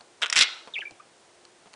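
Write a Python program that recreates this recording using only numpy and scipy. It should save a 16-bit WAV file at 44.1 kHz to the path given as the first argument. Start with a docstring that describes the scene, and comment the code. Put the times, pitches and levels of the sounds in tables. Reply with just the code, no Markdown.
"""A small ball clatters over a hard kitchen counter, knocked by a budgerigar's beak.
Hard contacts click; dense tiny ones merge into a briefly ringing rattle with a low rumble under it.
The bird warbles once, peeps and takes a few steps. The tiled corner and the room ring.
Steady hiss and a faint hum lie underneath; the loudest clicks slightly overload a small microphone."""
import sys
import numpy as np
from scipy import signal
from scipy.fft import rfft, irfft
from scipy.io import wavfile
from scipy.ndimage import uniform_filter1d

SR = 44100
rng = np.random.default_rng(int(sys.argv[2]) if len(sys.argv) > 2 else 0)


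def store_pcm(level_fs):
    """Save levels as 16-bit WAV."""
    pcm = np.round(np.clip(level_fs, -1, 1) * 32767).astype(np.int16)
    wavfile.write(sys.argv[1], SR, np.atleast_2d(pcm).T)


N = 77175
BAND_EDGE_HZ = 10060


def amp(db):
    """Decibels to gain."""
    return 10 ** (np.asarray(db) / 20)


def unit_rms(x):
    """Scale to rms 1."""
    return x / np.sqrt(np.mean(x ** 2) + 1e-20)


def unit_energy(x):
    """Scale to energy 1."""
    return x / np.sqrt(np.sum(x ** 2) + 1e-20)


def bins_hz(size=4096):
    """FFT bin frequencies."""
    return np.fft.rfftfreq(size, 1 / SR)


def at_hz(points, hz):
    """Interpolate a table on a log-frequency axis."""
    freq_hz, value = np.transpose(points)
    return np.interp(np.log(hz + 1), np.log(freq_hz + 1), value)


def add(mix, start_s, sound):
    """Mix a sound in, in place."""
    part = mix[max(round(start_s * SR), 0):][:len(sound)]
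    part += sound[:len(part)]


def waver(size, bandwidth_hz):
    """Smooth random curve, rms 1."""
    lowpass = np.exp(-(bins_hz(size) / bandwidth_hz) ** 2)
    return unit_rms(irfft(rfft(rng.standard_normal(size)) * lowpass, size))


def unsteady_sine(size, hz, jitter):
    """Sine whose rate wanders by the rms fraction jitter."""
    rate_hz = hz * (1 + jitter * waver(size, hz))
    return np.sin(2 * np.pi * np.cumsum(rate_hz) / SR)


def envelope(points):
    """Gain from (time_s, level_db) points, silent outside them."""
    time_s, level_db = np.transpose(points)
    return amp(np.interp(np.arange(N) / SR, time_s, level_db, left=-200, right=-200))


def noise(spectrum):
    """Coloured noise, rms 1."""
    gain = amp(at_hz(spectrum, bins_hz(N)))
    return unit_rms(irfft(rfft(rng.standard_normal(N)) * gain, N))


def click(spectrum_db):
    """Minimum-phase pulse, energy 1, rolled off above the band edge."""
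    rolloff_db = 30 * np.clip(bins_hz() / BAND_EDGE_HZ - 1, 0, 1)
    log_gain = np.log(amp(spectrum_db - rolloff_db))
    mirrored = np.concatenate([log_gain, log_gain[-2:0:-1]])
    spectrum = np.exp(np.conj(signal.hilbert(mirrored)))
    return unit_energy(np.fft.ifft(spectrum).real)


def scattered(pulse, decay_s, spray_db):
    """Pulse plus a fast-dying spray of copies off counter and tiles, energy 1."""
    t = np.arange(len(pulse)) / SR
    shape = np.exp(-t / decay_s) * (1 - np.exp(-2 * t / decay_s))
    spray = amp(spray_db) * unit_energy(rng.standard_normal(len(t)) * shape)
    return unit_energy(pulse + signal.fftconvolve(pulse, spray)[:len(t)])


# freq_hz, gain_db
HISS_SPECTRUM = [(15, -58.5), (25, -24.5), (54, -25.5), (85, -17.5), (115, -14), (262, -10.5), (354, -6.5),
                 (382, -5), (584, -6), (1040, -9), (1150, -12), (1240, -11), (2620, -14.5), (4430, -16),
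                 (9850, -19.5), (12800, -63.5), (21700, -120)]


def room_hiss(hiss_db=-58, hum_db=-71, hum_hz=350.8, waver_hz=15):
    """Steady room noise with a faint wavering hum."""
    phase = 2 * np.pi * hum_hz * np.arange(N) / SR + waver(N, waver_hz)
    hiss = amp(hiss_db) * noise(HISS_SPECTRUM)
    hum = amp(hum_db) * np.sqrt(2) * np.sin(phase)
    return hiss + hum * (1 + 0.63 * waver(N, waver_hz))


# freq_hz, t60_s
TAIL_DECAY = [(100, .25), (600, 1), (1800, 0.459), (4200, 0.482), (6500, 0.756), (10000, 0.79)]
# freq_hz, gain_db
TAIL_SPECTRUM = [(100, -18), (400, 3.5), (800, 9), (2000, 4.5), (4200, 4), (4900, -4), (6500, -8.5),
                 (10000, -12.5)]


def kitchen_reverb(x, tail_db=-18, early_db=-21.5, early_s=0.004, echoes_per_s=1000):
    """Sparse early echoes off the tiles give way to a diffuse tail, longest in the low mids."""
    t = np.arange(SR) / SR
    hz, age_s, frames = signal.stft(rng.standard_normal(SR), SR, nperseg=256)
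    hz = hz[:, None]
    gain_db = at_hz(TAIL_SPECTRUM, hz) - 60 * age_s / at_hz(TAIL_DECAY, hz)
    frames = frames * amp(gain_db) * (hz < BAND_EDGE_HZ)
    early_fade = np.exp(-t / early_s)
    tail = signal.istft(frames, SR)[1][:SR] * (1 - early_fade)
    taps = rng.standard_normal(SR) * (rng.random(SR) < echoes_per_s / SR)
    early = taps * early_fade * (t > 0.002)
    response = amp(tail_db) * unit_energy(tail) + amp(early_db) * unit_energy(early)
    return signal.fftconvolve(x, response)[:N]


# delay_s, gain_db
SURFACE_ECHOES = [(.0052, -12), (.0093, -18.5), (0.0153, -17)]


def with_echoes(voice):
    """Tiles and appliances repeat the gliding voice, which beats against its echoes."""
    out = voice.copy()
    for delay_s, gain_db in SURFACE_ECHOES:
        add(out, delay_s, amp(gain_db) * voice)
    return out


# start_s, pad_db, claw_db
FOOTFALLS = [(0.0082, -30, -32), (0.2075, -38.5, -72), (0.2125, -30.5, -65.5), (0.6745, -22, -39),
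             (0.789, -25.5, -33.5), (0.909, -32, -31), (1.451, -51.5, -29), (1.659, -33.5, -47),
             (1.671, -33, -49.5), (1.733, -43.5, -32), (1.738, -32, -29)]
# freq_hz, gain_db
PAD_SPECTRUM = [(50, -26), (200, -11.5), (480, -1), (750, -0.5), (1050, -3), (1700, -13), (3000, -12.5),
                (9000, -33.5)]
# freq_hz, gain_db
CLAW_SPECTRUM = [(100, -13), (700, -9), (1300, -3.5), (2000, -7), (2700, -5.5), (3100, -6), (3600, -10),
                 (4350, 4.5), (5200, -9.5), (7000, -9), (10000, -16)]
# start_s, pitch_hz, level_db
WEIGHT_BUMPS = [(0.914, 312.8, -48), (0.920, 106, -55.5), (1.662, 195, -57)]


def bird_steps(scratch_s=0.0008, bump_t60_s=0.08):
    """Feet pat the counter, claws scratch it, the bird's weight bumps it softly."""
    out, t = np.zeros(N), np.arange(SR // 10) / SR
    pad = click(at_hz(PAD_SPECTRUM, bins_hz()))
    claw = click(at_hz(CLAW_SPECTRUM, bins_hz()))
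    for start_s, pad_db, claw_db in FOOTFALLS:
        scratch = unit_energy(rng.standard_normal(len(t)) * t * np.exp(-t / scratch_s))
        add(out, start_s, 2 * amp(pad_db) * scattered(pad, decay_s=0.00744, spray_db=2))
        add(out, start_s, 2 * amp(claw_db) * signal.fftconvolve(scratch, claw))
    for start_s, pitch_hz, level_db in WEIGHT_BUMPS:
        add(out, start_s, amp(level_db - 60 * t / bump_t60_s) * np.sin(2 * np.pi * pitch_hz * t))
    return out


def whistle(pitch_hz, gain, wobble, octave_db):
    """Nearly pure bird tone with unsteady pitch and a weak octave."""
    drift = unit_rms(uniform_filter1d(rng.standard_normal(len(pitch_hz)), size=60))
    phase = 2 * np.pi * np.cumsum(pitch_hz * (1 + wobble * drift)) / SR
    return np.sqrt(2) * gain * (np.sin(phase) + amp(octave_db) * np.sin(2 * phase))


# time_s, pitch_hz, level_db
WARBLE_CONTOUR = [(0.737, 3912, -50), (0.74, 3678, -31), (0.751, 3207, -39.5), (0.758, 2558, -32),
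                  (0.765, 2326, -29.5), (0.773, 2114, -35), (0.787, 2665, -30), (0.803, 2665, -52),
                  (0.808, 3168, -36), (0.815, 2728, -36), (0.820, 1850, -38.5), (0.829, 1590, -37.5),
                  (0.84, 1771, -44)]
# start_s, length_s, pitch_hz, level_db, wobble_ratio, octave_db
PEEP_NOTES = [(0.852, 0.01137, 2349, -34, 0.027, -31.5), (0.864, 0.02115, 2348, -39, 0.0172, -43),
              (0.885, 0.0182, 2332, -50, 0.013, -42), (0.996, 0.0169, 1229, -44.5, 0.069, -13.5)]


def bird_calls(flutter_db=2.5, flutter_hz=171.03):
    """One gliding warble with a fluttering level, then short peeps."""
    out = np.zeros(N)
    time_s, contour_hz, contour_db = np.transpose(WARBLE_CONTOUR)
    t = np.arange(time_s[0], time_s[-1], 1 / SR)
    flutter = unsteady_sine(len(t), flutter_hz, jitter=0.3118)
    gain = amp(np.interp(t, time_s, contour_db) + flutter_db * flutter)
    glide_hz = np.interp(t, time_s, contour_hz)
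    add(out, time_s[0], whistle(glide_hz, gain, wobble=0.0307, octave_db=-31.5))
    for start_s, length_s, pitch_hz, level_db, wobble, octave_db in PEEP_NOTES:
        progress = np.arange(0, length_s, 1 / SR) / length_s
        arch = amp(level_db) * np.sin(np.pi * progress)
        add(out, start_s, whistle(np.full(len(arch), pitch_hz), arch, wobble, octave_db))
    return out


# time_s, level_db
RUMBLE_ENVELOPE = [(0.354, -67.5), (0.362, -47), (0.425, -51), (0.438, -75)]
# freq_hz, gain_db
RUMBLE_SPECTRUM = [(20, -12), (65, 0.5), (100, -12), (170, -2), (280, 1.5), (400, -12.5), (1000, -40.5)]


def low_rumble():
    """Low rumble under the loud rattle."""
    return envelope(RUMBLE_ENVELOPE) * noise(RUMBLE_SPECTRUM)


# time_s, level_db
RATTLE_ENVELOPE = [(0.356, -53.5), (0.361, -24.5), (0.385, -17), (0.396, -18), (0.408, -18), (0.4115, -11),
                   (0.420, -14.5), (0.431, -21), (0.438, -22.5), (0.450, -46.5)]
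# freq_hz, gain_db
RATTLE_SPECTRUM = [(40, -51), (300, -31.5), (750, -25), (1000, -17), (1400, -6), (1600, -4.5), (2100, 0.5),
                   (3150, 0), (3570, 3), (3950, 1), (5700, -3.5), (6400, -11.5), (7400, -11), (8300, -18),
                   (10000, -19)]
# freq_hz, gain_db, t60_s
RATTLE_PEAKS = [(1290, -13.5, .06), (1817, 14, 0.098), (2060, -6.5, 0.08), (2145, 22.5, 0.23),
                (2437, -6, .07), (2660, -10.5, .07), (2888.5, 22.5, 0.11), (3440, -0.5, .04),
                (3500, -3.5, 0.099), (4383, -18, .04), (5860, 11, .04)]


def ball_rattle(hits_per_s=2200, spread_db=3, skips_per_s=260, skip_db=4, ring_db=-10):
    """Dense contacts bunch into tiny skips; narrow, briefly ringing peaks colour the rattle."""
    hits = (rng.random(N) < hits_per_s / SR) * amp(spread_db * rng.standard_normal(N))
    hits *= rng.choice([-1, 1], N)
    skips = unsteady_sine(N, skips_per_s, jitter=0.3084)
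    hits = unit_rms(hits * amp(skip_db * skips)) * envelope(RATTLE_ENVELOPE)
    t = np.arange(2049) / SR  # ring cut at 46 ms
    ring = sum(amp(db - 60 * t / t60_s) * np.sin(2 * np.pi * hz * t) for hz, db, t60_s in RATTLE_PEAKS)
    response = click(at_hz(RATTLE_SPECTRUM, bins_hz()))
    add(response, 0, amp(ring_db) * unit_energy(ring))
    return signal.fftconvolve(hits, unit_energy(response))[:N]


# start_s, level_db, hardness (0 dull, 1 sharp, above 1 sharper still)
HARD_CONTACTS = [(0.218, -21.5, 1.3), (0.2200, -14, 0.0), (0.2231, -5, 0.252), (0.2273, -11, 0.43),
                 (0.2314, -4.5, 0.025), (0.2363, -6, 0.099), (0.2427, -10.5, 0.0), (0.247, -11, 0.0),
                 (0.26, -11.5, 0.214), (0.2654, -16, 0.43), (0.2818, -34, 1.2), (0.3000, -10.5, 1.01),
                 (0.3016, -12.5, 0.867), (0.3175, -32, 0.0), (0.3265, -8.5, 0.507), (0.3281, -1.5, 0.737),
                 (0.3343, -11, 0.93), (0.3378, -15.5, 0.28), (0.3447, -17.5, 0.3), (0.35, -15, 0.39),
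                 (0.3581, -5.5, 0.505), (0.3617, -7.5, 0.453), (0.3640, -1, 0.73), (0.3684, 0, 0.57),
                 (0.3758, -1.5, 0.555), (0.3817, -3.5, 0.46), (0.3842, -9.5, 0.9), (0.3894, -3.5, 0.37),
                 (0.3901, 1, 0.92), (0.3948, -5, 1.03), (0.4067, -10.5, 0), (0.4101, -0.5, 1.182),
                 (0.4236, -6.5, 0.73), (0.4251, -1.5, 0.737), (0.4296, -5, 0.53), (0.4338, -14, 0.56),
                 (0.4420, -12, 0.204)]
# freq_hz, gain_db
DULL_SPECTRUM = [(60, -42.5), (170, -28), (260, -19.5), (480, -6.5), (900, -6.5), (1450, 4), (1900, -5),
                 (3200, 5), (3700, 1), (4400, -18.5), (8000, -18.5), (10000, -30)]
# freq_hz, gain_db
SHARP_SPECTRUM = [(60, -36.5), (400, -36), (900, -14), (2250, 5), (2900, -6), (4200, -5.5), (5400, 10.5),
                  (6500, -2.5), (7600, 1.5), (8700, -9), (10000, -10.5)]


def ball_knocks(graze_s=0.000474, graze_db=-7.5):
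    """Beak, ball and counter graze just before they meet, then click; harder is brighter."""
    out = np.zeros(N)
    dull_db, sharp_db = at_hz(DULL_SPECTRUM, bins_hz()), at_hz(SHARP_SPECTRUM, bins_hz())
    lead_s = np.arange(-SR // 200, 0) / SR
    for start_s, level_db, hardness in HARD_CONTACTS:
        gain = 2 * amp(level_db)
        pulse = click(dull_db + hardness * (sharp_db - dull_db))
        graze = amp(graze_db) * unit_energy(rng.standard_normal(len(lead_s)) * np.exp(lead_s / graze_s))
        add(out, start_s + lead_s[0], gain * signal.fftconvolve(pulse, graze))
        add(out, start_s, gain * scattered(pulse, decay_s=0.001897, spray_db=-2.5))
    return out


def scene(voice_send_db=-5.5):
    """Ball and bird in the kitchen, mono."""
    contacts = ball_knocks() + ball_rattle() + low_rumble() + bird_steps()
    voice = bird_calls()
    reverb = kitchen_reverb(contacts + amp(voice_send_db) * voice)
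    return (contacts + with_echoes(voice) + reverb + room_hiss())[None]


def record(dry, ceiling=0.603):
    """Soft microphone overload, then the band limit."""
    saturated = ceiling * np.tanh(dry / ceiling)
    lowpass = signal.firwin(801, BAND_EDGE_HZ, window=("kaiser", 9), fs=SR)
    return signal.oaconvolve(saturated, lowpass[None], "same")


dry = scene()
out = record(dry)
store_pcm(out)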